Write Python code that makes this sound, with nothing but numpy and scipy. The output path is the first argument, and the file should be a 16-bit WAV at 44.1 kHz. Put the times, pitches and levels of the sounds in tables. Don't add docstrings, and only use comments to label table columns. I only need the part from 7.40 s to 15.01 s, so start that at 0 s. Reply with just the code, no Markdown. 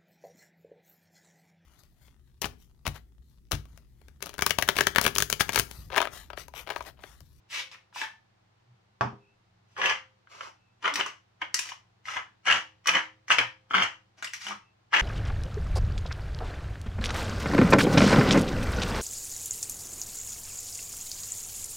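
import sys
import numpy as np
from scipy import signal
from scipy.fft import rfft, irfft, next_fast_len
from scipy.io import wavfile
from scipy.ndimage import uniform_filter1d, map_coordinates

SR = 44100
rng = np.random.default_rng(int(sys.argv[2]) if len(sys.argv) > 2 else 0)


def transcribe(signal):
    frames = np.atleast_2d(signal).T
    limited = np.clip(frames, -1, 1)
    pcm = np.round(limited * 32767).astype(np.int16)
    wavfile.write(sys.argv[1], SR, pcm)


N = 335683


def amp(db):
    return 10 ** (np.asarray(db) / 20)


def unit_rms(x):
    return x / np.sqrt(np.mean(x ** 2) + 1e-20)


def unit_energy(x):
    return x / np.sqrt(np.sum(x ** 2, axis=-1, keepdims=True) + 1e-20)


def curve_at(points, hz):
    point_hz, values = np.transpose(points)
    return np.interp(np.log(hz + 1), np.log(point_hz + 1), values)


def seconds(length_s):
    return np.arange(int(length_s * SR)) / SR


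def add(track, start_s, sound):
    start = round(start_s * SR)
    part = sound[..., :N - start]
    track[..., start:start + part.shape[-1]] += part


def filtered(x, gain_at):
    size = next_fast_len(x.shape[-1] + SR // 10)
    return irfft(rfft(x, size) * gain_at(np.fft.rfftfreq(size, 1 / SR)), size)[..., :x.shape[-1]]


def coloured(x, spectrum, size=2048):
    cepstrum = irfft(np.log(amp(curve_at(spectrum, np.fft.rfftfreq(size, 1 / SR)))))
    cepstrum[1:size // 2] *= 2
    cepstrum[size // 2 + 1:] = 0
    impulse = unit_energy(irfft(np.exp(rfft(cepstrum))))
    return signal.oaconvolve(x, impulse)[:len(x)]


def ring(modes, scatter_db, wave=np.cos, detune=0):
    t = seconds(0.5)
    shift = 1 + detune * rng.normal()
    partials = [amp(db + scatter_db * rng.normal() - 60 * t / t60_s) * wave(2 * np.pi * shift * hz * t)
                for hz, db, t60_s in modes]
    return unit_energy(sum(partials))


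# frequency in Hz, rms level in dB.
HUM_LINES = [(75.5, -87), (100, -74.5), (120, -74.5), (181, -86.5)]
# frequency in Hz, relative density in dB.
AIR_SPECTRUM = [(12, -44), (20, -11.5), (60, -18), (78, -14), (106, -13.5), (148, -18), (185, -8.5),
                (266, -22.5), (320, -17), (560, -22.5), (760, -17.5), (985, -20), (3400, -28.5),
                (4200, -29.5), (6720, -37.5), (11000, -52), (15500, -54.5)]


def hum_and_air():
    t = np.arange(N) / SR
    waver = map_coordinates(rng.standard_normal(int(3 * t[-1]) + 4), [3 * t])
    hum = sum(np.sqrt(2) * amp(db + 1.6 * waver) * np.sin(2 * np.pi * (hz * t + rng.random()))
              for hz, db in HUM_LINES)
    noise = rng.standard_normal((2, N))
    mid, side = unit_rms(filtered(noise, lambda hz: amp(curve_at(AIR_SPECTRUM, hz))))
    side = filtered(side, lambda hz: amp(curve_at([(120, -11.0), (400, 1.5), (1500, 0.5)], hz)))
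    return hum + amp(-72.0) * np.array([mid + side, mid - side])


# frequency in Hz, T60 in seconds.
TAIL_DECAY = [(100, 0.47), (260, 0.031), (700, 0.27), (1840, 0.26), (4850, 0.27), (12800, 0.22)]
# frequency in Hz, gain in dB.
TAIL_COLOUR = [(300, 0), (3000, -0.35), (6000, 0), (12000, -1)]


def room_tail():
    def width_rad(hz):
        coherence = curve_at([(150, 0.31), (350, 0.0), (700, 0.0), (2000, 0.2)], hz)
        return np.arccos(coherence) / 2

    band_hz, t, bands = signal.stft(rng.standard_normal((2, SR // 2)), SR, nperseg=256)
    decay = amp(-60 * t / curve_at(TAIL_DECAY, band_hz)[:, None])
    _, noise = signal.istft(bands * decay, SR, nperseg=256)
    mid, side = noise[:, :SR // 2] * (1 - np.exp(-seconds(0.5) / 0.0024))
    mid = filtered(mid, lambda hz: np.cos(width_rad(hz)))
    side = filtered(side, lambda hz: np.sin(width_rad(hz)))
    tail = unit_energy(np.array([mid + side, mid - side]))
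    return filtered(tail, lambda hz: amp(curve_at(TAIL_COLOUR, hz)))


# frequency in Hz, relative level in dB, T60 in seconds.
ROOM_MODES = [(196, -1.5, 0.27), (217, -9, 0.24), (317, -4.5, 0.66), (397, 3.5, 0.18), (524, -2.5, 0.65)]
# frequency in Hz, left minus right in dB.
STEREO_BALANCE = [(200, 0.5), (600, 0.6), (1200, 0.5), (3000, 3), (5500, 2), (8000, 0), (12000, -4)]


def kitchen(x, walls_db, tail_db, modes_db=-23, max_lag_s=0.00008):
    response = amp(tail_db) * room_tail() + amp(modes_db) * ring(ROOM_MODES, scatter_db=2.5)
    for left_s in rng.uniform(0.0006, 0.009, size=14):
        echo = amp(walls_db) * np.exp(-left_s / 0.0048) * rng.choice([-1, 1])
        right_s = left_s + rng.uniform(-0.0007, 0.0007)
        response[0, round(left_s * SR)] += echo
        response[1, abs(round(right_s * SR))] += echo
    response[0, round(max_lag_s * SR * rng.random())] += 1
    response[1, 0] += 1
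    heard = signal.fftconvolve(x[None], unit_energy(response), axes=1)
    return filtered(heard, lambda hz: amp(np.outer([0.5, -0.5], curve_at(STEREO_BALANCE, hz))))


def fractures(samples, rate_per_s, spread_db):
    sizes = amp(spread_db * np.clip(rng.standard_normal(samples), -2, 2)) * rng.choice([-1, 1], samples)
    return unit_rms(sizes * (rng.random(samples) < rate_per_s / SR))


SCRAPE_S, SCRAPE_DB, SCRAPE_DB_PER_S = 0.025, -0.5, 1299
BITE_S, BITE_SLACK_DB = 0.0038, 14.5
SAG_DB_PER_S, RELEASE_DB_PER_S = 10, 418.5
FIRM_PUSH_DB = -24
FIZZ_POWER = 1.5


def crush(length_s, rise_s, db, hiss_db, knock_db, firm_grains_per_s, spread_db):
    t = seconds(SCRAPE_S + length_s + 0.1) - SCRAPE_S
    slack_db = BITE_SLACK_DB * np.clip(1 - t / max(rise_s, 1 / SR), 0, 1) ** 2
    scrape_cut_db = SCRAPE_DB_PER_S * np.maximum(BITE_S - t, 0) + SCRAPE_DB * (t < 0)
    fade_db = SAG_DB_PER_S * (t - rise_s) + RELEASE_DB_PER_S * np.maximum(t - length_s, 0)
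    force = amp(db - slack_db - scrape_cut_db - fade_db)
    grains_per_s = firm_grains_per_s * amp(0.5 * (FIRM_PUSH_DB - db))
    grains = fractures(len(t), grains_per_s, spread_db)
    puffs = np.sqrt(np.abs(uniform_filter1d(grains ** 2, size=60)))
    dust = unit_rms(rng.standard_normal(len(t)) * puffs)
    sharpness = amp(hiss_db + 0.43 * slack_db)
    thuds = fractures(len(t), 2 * grains_per_s, spread_db) * amp(knock_db - 0.38 * slack_db)
    return force * np.array([grains, dust * sharpness, dust * sharpness ** FIZZ_POWER, thuds])


def burst(t60_s, snap):
    t = seconds(0.04)
    splinters = unit_energy(rng.standard_normal(len(t)) * amp(-60 * t / t60_s))
    splinters[0] += snap
    return unit_energy(splinters)


def ping(hz, t60_s, rise_s):
    t = seconds(0.04)
    swing = np.sin(2 * np.pi * hz * t) * amp(-60 * t / t60_s) * (1 - np.exp(-t / rise_s))
    return unit_energy(np.diff(swing, prepend=0))


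# frequency in Hz, relative gain in dB.
BURR_SPECTRUM = [(800, -40), (2500, 7.5), (4200, -2.5), (5700, 5), (7000, -2), (8300, -12), (11000, -19),
                 (15000, -34.5), (16000, -39)]
FIZZ_SPECTRUM = [(2000, -22), (5000, 3.5), (7500, 6), (9500, -0.5), (12000, -5.5), (14500, -9.5),
                 (15500, -8.5), (16000, -21.5)]
# frequency in Hz, relative level in dB, T60 in seconds.
BURR_MODES = [(1970, 4, 0.073), (2710, -2.5, .03), (4020, -3, 0.027), (4700, -2.5, 0.005), (5710, -3, .02),
              (6910, -5, .02)]
NEW_GRIP_S, GRIP_DETUNE = 0.25, 0.018


def mill(pushes, cracks, wood_spectrum, base_spectrum, body_modes, *, wood_ring_db, steel_ring_db,
         crunch_db, hiss_db, fizz_db, knock_db, firm_grains_per_s, spread_db,
         crack_db, ping_db, crack_hiss_db, crack_fizz_db, crack_knock_db, crack_t60_s):
    forces, pings, out = np.zeros((4, N)), np.zeros(N), np.zeros((2, N))
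    gains = amp([[crunch_db], [hiss_db], [fizz_db], [knock_db]])
    for start_s, *push in pushes:
        add(forces, start_s - SCRAPE_S, gains * crush(*push, firm_grains_per_s, spread_db))
    body, burr, fizz, knock = forces
    push_s, *_, push_knock_db = np.transpose(pushes)
    for start_s, db, hz, pitched_db, bright_db in cracks:
        low_db = push_knock_db[np.searchsorted(push_s, start_s + 2 * BITE_S) - 1]
        top_db = FIZZ_POWER * bright_db
        add(body, start_s, amp(db + crack_db) * burst(crack_t60_s, snap=0.94))
        add(pings, start_s, amp(db + pitched_db + ping_db) * ping(hz, t60_s=0.0085, rise_s=0.00062))
        add(burr, start_s, amp(db + bright_db + crack_hiss_db) * burst(t60_s=0.0036, snap=0.14))
        add(fizz, start_s, amp(db + top_db + crack_fizz_db) * burst(t60_s=0.021, snap=0.11))
        add(knock, start_s, amp(db + low_db + crack_knock_db) * burst(t60_s=0.0044, snap=0.089))
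    body = coloured(body, wood_spectrum)
    hiss = coloured(burr, BURR_SPECTRUM) + coloured(fizz, FIZZ_SPECTRUM)
    direct = body + pings + hiss + coloured(knock, base_spectrum)
    twist_s = list(push_s[np.diff(push_s, prepend=-1) > NEW_GRIP_S] - 0.04)
    for start_s, end_s in zip(twist_s, twist_s[1:] + [push_s[-1] + 0.5]):
        twist = slice(round(start_s * SR), round(end_s * SR))
        wood = signal.oaconvolve(body[twist], ring(body_modes, scatter_db=4.5, detune=GRIP_DETUNE))
        steel = signal.oaconvolve(burr[twist], ring(BURR_MODES, scatter_db=1.0))
        ringing = amp(wood_ring_db) * wood + amp(steel_ring_db) * steel
        sound = direct[twist] + ringing[:len(direct[twist])]
        add(out, start_s, kitchen(sound, walls_db=-2.0, tail_db=0.98))
    return out


# start, length and rise in seconds, level in dB, relative hiss and knock in dB.
SALT_PUSHES = [(0.104, 0.094, 0.062, -34.5, -7, -16.5), (0.314, 0.018, 0.012, -49.5, -8, -9.5),
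               (0.543, 0.071, 0.037, -42.5, -3.5, -10), (0.61, 0.025, 0.0114, -41, -9, -8)]
# start in seconds, level in dB, ping pitch in Hz, relative ping and hiss in dB.
SALT_CRACKS = [(0.315, -46, 1400, -10, 0.5), (0.346, -37, 1850, -4.5, -22), (0.527, -47, 1410, -7, -32),
               (0.561, -33.5, 950, 3, -14), (0.6155, -22, 1600, 2, -15)]
# frequency in Hz, relative gain in dB.
SALT_WOOD = [(100, -52), (300, -25), (550, -12), (750, -19.5), (1100, -9), (1400, -6.5), (1750, -5.5),
             (2250, 3.5), (2700, -1), (3100, 0), (4000, -8), (7000, -36), (12000, -40)]
SALT_BASE = [(30, -58.5), (250, -12), (420, -9), (560, -7.5), (720, -0.5), (950, 7.5), (1380, 6.5),
             (2000, -5), (3500, -12), (9000, -56)]
# frequency in Hz, relative level in dB, T60 in seconds.
SALT_MODES = [(1368, -4, .05), (2240, 1, 0.026), (2690, -6.5, .05), (3070, -4, .06), (4030, 5, .08)]


def salt_mill():
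    return mill(SALT_PUSHES, SALT_CRACKS, SALT_WOOD, SALT_BASE, SALT_MODES,
                wood_ring_db=-19.5, steel_ring_db=-16, firm_grains_per_s=1200, spread_db=1.0,
                crunch_db=1.2, hiss_db=3, fizz_db=-5.0, knock_db=3,
                crack_db=13, ping_db=19.5, crack_t60_s=0.0029,
                crack_hiss_db=22.5, crack_fizz_db=-0.5, crack_knock_db=23.0)


# start in seconds, level in dB.
SPINDLE_SLIPS = [(0.559, -14.5), (0.618, -6.5)]
# frequency in Hz, relative level in dB, T60 in seconds.
SPINDLE_MODES = [(892, 5.5, 0.21), (1133, -13, 0.091), (1544, 1, 0.13), (1772, 6, 0.26), (2180, -9.5, 0.11)]


def spindle(blur_hz=32):
    out, t = np.zeros((2, N)), seconds(0.45)
    for start_s, db in SPINDLE_SLIPS:
        steps_rad = rng.standard_normal((len(SPINDLE_MODES), len(t))) * np.sqrt(2 * np.pi * blur_hz / SR)
        squeak = sum(amp(mode_db - 60 * t / t60_s) * np.sin(2 * np.pi * hz * t + drift)
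                     for (hz, mode_db, t60_s), drift in zip(SPINDLE_MODES, np.cumsum(steps_rad, axis=1)))
        add(out, start_s, amp(db) * kitchen(unit_energy(squeak), walls_db=-10.5, tail_db=5.0))
    return out


# start and length in seconds, pitch in Hz, peak level in dB.
HANDLING_TONES = [(1.27, 0.1, 124, -56.5), (1.78, 0.19, 2627, -69), (3.14, 0.243, 2616, -75),
                  (3.5, 0.091, 294, -47), (5.48, 0.13, 183.6, -47.5), (5.96, 0.15, 117, -48.5),
                  (6.34, 0.092, 189, -37), (6.41, 0.065, 107.7, -48), (7.04, 0.16, 204, -51.5),
                  (7.2, 0.15, 2640, -69.5)]


def handling():
    out = np.zeros(N)
    for start_s, length_s, hz, db in HANDLING_TONES:
        t = seconds(length_s)
        waver = 0.024 * unit_rms(uniform_filter1d(rng.standard_normal(len(t)), size=200))
        tone = np.sin(2 * np.pi * np.cumsum(hz * (1 + waver)) / SR)
        add(out, start_s, amp(db) * np.sin(np.pi * t / length_s) * tone)
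    return out


# start in seconds, level in dB, upper cutoff in Hz.
FOOT_CONTACTS = [(1.6099, -14.5, 13800), (1.65, -20, 294), (1.728, -28.5, 400)]
# frequency in Hz, relative gain in dB.
FOOT_SPECTRUM = [(30, -41), (70, -21), (125, -7.5), (180, -8), (260, -4.5), (400, -12.5), (520, -11),
                 (760, -1), (1150, 1.5), (1500, -7.5), (1800, -12.5), (2200, -21), (2800, -21.5),
                 (3350, -18.5), (4100, -31), (6000, -28.5), (9000, -56), (15000, -73.5)]
# frequency in Hz, relative level in dB, T60 in seconds.
COUNTER_MODES = [(124, 5, 0.25), (196, -1.5, 0.21), (225.3, -4, 0.39), (402, -7, 0.5), (450, -8, 0.3),
                 (683.5, -4.5, 0.2), (830, 4, 0.11), (882, -4, 0.2), (1130, 2.5, 0.17), (1292, -11, 0.23),
                 (1580, -13.5, 0.19)]


def set_down():
    out = np.zeros((2, N))
    for start_s, db, cutoff_hz in FOOT_CONTACTS:
        impact = np.pad(burst(t60_s=0.0075, snap=2.0), (0, SR // 2))
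        contact = signal.butter(2, [65, cutoff_hz], "bandpass", fs=SR, output="sos")
        clack = signal.sosfilt(contact, coloured(impact, FOOT_SPECTRUM))
        boom = signal.sosfilt(contact, ring(COUNTER_MODES, scatter_db=2.5, wave=np.sin))
        add(out, start_s, amp(db + 23.0) * kitchen(clack, walls_db=0.0, tail_db=5))
        add(out, start_s, amp(db + 16.0) * boom)
    return out


# start, length and rise in seconds, level in dB, relative hiss and knock in dB.
PEPPER_PUSHES = [ (2.28, 0.12, 0.043, -78, 7.5, -12), (2.364, 0.0497, 0.031, -35.5, -12.5, 0.5),
                 (2.416, 0.1, 0.0032, -25, -16.5, -9.5), (2.893, 0.14, 0.043, -52.5, -2.5, -1),
                 (3.005, 0.071, .005, -50.5, -1.5, 2.5), (3.425, 0.063, 0.0437, -28.5, -16.5, -4.5),
                 (3.548, 0.052, 0.06, -31, -14, -1.5), (3.655, 0.023, 0.0073, -41, -6.5, -4),
                 (4.009, 0.014, 0.012, -36.5, -19.5, -5), (4.143, 0.16, .005, -45, 2.5, -15.5),
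                 (4.654, 0.1, 0.049, -37.5, -7, -11.5), (4.755, 0.022, .01, -34.5, -20.5, -2.5),
                 (5.056, 0.11, 0.023, -24, -11.5, -10), (5.457, 0.045, 0.034, -26, -10, -10.5),
                 (5.525, 0.0426, 0.017, -22, -16, -10), (5.892, 0.029, 0.014, -22.5, -8.5, -9),
                 (5.975, 0.029, 0.012, -27, -16, -5), (6.303, 0.0046, 0.0042, -34, -13, -4),
                 (6.334, 0.098, 0.0082, -21, -17.5, -11.5), (6.77, 0.027, 0.01, -57.5, -1.5, -4),
                 (6.824, 0.0098, .003, -45.5, 0, -9.5), (6.931, .012, 0.0024, -45, 4.5, -23),
                 (7.0, 0.085, 0.021, -44, 1.5, -44), (7.062, 0.055, 0.04, -41, -8.5, -4.5),
                 (7.528, 0.25, 0.012, -21.5, -13.5, -10)]
# start in seconds, level in dB, ping pitch in Hz, relative ping and hiss in dB.
PEPPER_CRACKS = [(2.366, -34.5, 1330, 6.5, -31), (2.4157, -14, 2860, -1, -25),
                 (2.458, -11.5, 2703, 1.5, -15.5), (2.496, -13, 2300, -3.5, -19),
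                 (2.872, -49, 1520, 4, -36), (3.008, -25.5, 1410, -5, -30), (3.424, -39, 1402, -1, -26),
                 (3.445, -19, 1230, 2.5, -34), (3.455, -12, 1290, -1, -29.5),
                 (3.478, -11.5, 1370, -2.5, -25.5), (3.539, -31, 2940, -1, 1.5),
                 (3.557, -18.5, 1860, -3.5, -5), (3.596, -16, 1220, -1.5, -19.5),
                 (3.601, -13.5, 1560, -5.5, -19.5), (3.609, -15.5, 2880, 1.5, -29),
                 (3.662, -22.5, 1187, -0.5, -14), (4.017, -18, 1750, -4.5, -38),
                 (4.0202, -20.5, 1700, -4, -37.5), (4.026, -26.5, 2100, -6.5, -29.5),
                 (4.143, -15.5, 1910, -1.5, -2.5), (4.191, -18.5, 2670, -0.5, -2.5),
                 (4.29, -27, 1945, -7, -10.5), (4.319, -30.5, 1047, 2.5, -31), (4.655, -40, 1900, 9, -13),
                 (4.6839, -27.5, 1360, 7, -25.5), (4.761, -26.5, 1900, -5, -24),
                 (4.768, -20.5, 1650, -4, -19.5), (5.055, -27.5, 2300, -2.5, -16),
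                 (5.064, -21, 1700, -2.5, -22), (5.087, -16.5, 2200, -3, -21.5), (5.1, -8.5, 1827, -3, -23),
                 (5.111, -9.5, 2700, 0.5, -18.5), (5.124, -10, 2860, 1.5, -19),
                 (5.458, -26.5, 1243, 2, -16.5), (5.472, -16.5, 2540, -6, -3.5),
                 (5.484, -11, 1343, -6, -20.5), (5.491, -9, 2300, -1.5, -17.5),
                 (5.548, -12.5, 1321, -2, -26.5), (5.569, -13, 1640, -1.5, -29),
                 (5.882, -26, 1880, -3, -15.5), (5.899, -19.5, 1900, -4.5, -24.5),
                 (5.904, -6.5, 1600, -7.5, -28), (5.915, -7.5, 2700, 0.5, -27.5),
                 (5.985, -5, 2260, -2, -20.5), (6.013, -17.5, 1650, -2, -22.5),
                 (6.309, -28.5, 1326, 7.5, -33.5), (6.335, -18, 1280, 0.5, -36),
                 (6.342, -12.5, 1302, 5, -34), (6.348, -15.5, 1900, -2, -25),
                 (6.4224, -10, 2790, -2, -25.5), (6.432, -13.5, 2060, -5.5, -16),
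                 (6.8252, -24.5, 1500, -5, -10.5), (6.845, -21.5, 1930, -3.5, -7.5),
                 (6.873, -31.5, 2700, 5, -12.5), (6.935, -25.5, 2100, -11, -5.5),
                 (7.067, -25, 3000, 3.5, -11.5), (7.085, -27, 2900, -5, -9.5),
                 (7.109, -27.5, 1104, 7, -29.5), (7.12, -30.5, 1200, 5, -23.5),
                 (7.524, -26, 1300, -7, -25.5), (7.531, -14, 1300, 0, -36.5),
                 (7.538, -11.5, 2500, -3.5, -24), (7.546, -10, 2200, -2, -23),
                 (7.564, -11, 2700, -0.5, -21.5), (7.585, -15.5, 2110, -1.5, -19),
                 (7.596, -10.5, 1600, -6.5, -18.5)]
# frequency in Hz, relative gain in dB.
PEPPER_WOOD = [(45, -57), (200, -32), (520, -26.5), (680, -16.5), (880, -3.5), (1250, 0.5), (1700, 1),
               (2250, 1), (2600, -6), (3050, 0), (3350, -6.5), (3700, -17.5), (6000, -26.5), (12000, -62.5)]
PEPPER_BASE = [(35, -52), (80, -15), (170, -15.5), (300, -10), (520, -6), (720, -4), (950, 1), (1300, -2.5),
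               (2000, -16), (3500, -34.5), (9000, -61)]
# frequency in Hz, relative level in dB, T60 in seconds.
PEPPER_MODES = [(1347, -8.5, 0.027), (1720, -11.5, 0.048), (2020, 3.5, 0.011), (2890, 4.5, 0.012),
                (3106, -0.5, 0.012)]


def pepper_mill():
    return mill(PEPPER_PUSHES, PEPPER_CRACKS, PEPPER_WOOD, PEPPER_BASE, PEPPER_MODES,
                wood_ring_db=-25, steel_ring_db=-10.5, firm_grains_per_s=650, spread_db=4.0,
                crunch_db=-2.5, hiss_db=-1.0, fizz_db=-24.5, knock_db=-0.5,
                crack_db=12.5, ping_db=13.5, crack_t60_s=0.016,
                crack_hiss_db=22.0, crack_fizz_db=15.5, crack_knock_db=8.5)


def scene():
    salt, pepper = salt_mill(), pepper_mill()
    bass_cut = signal.butter(4, 280, "highpass", fs=SR, output="sos")
    salt = signal.sosfilt(bass_cut, salt + spindle())
    return salt + pepper + set_down() + handling() + hum_and_air()


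def record(dry, top_hz=15850):
    return filtered(dry, lambda hz: hz < top_hz)


dry = scene()
out = record(dry)
transcribe(out)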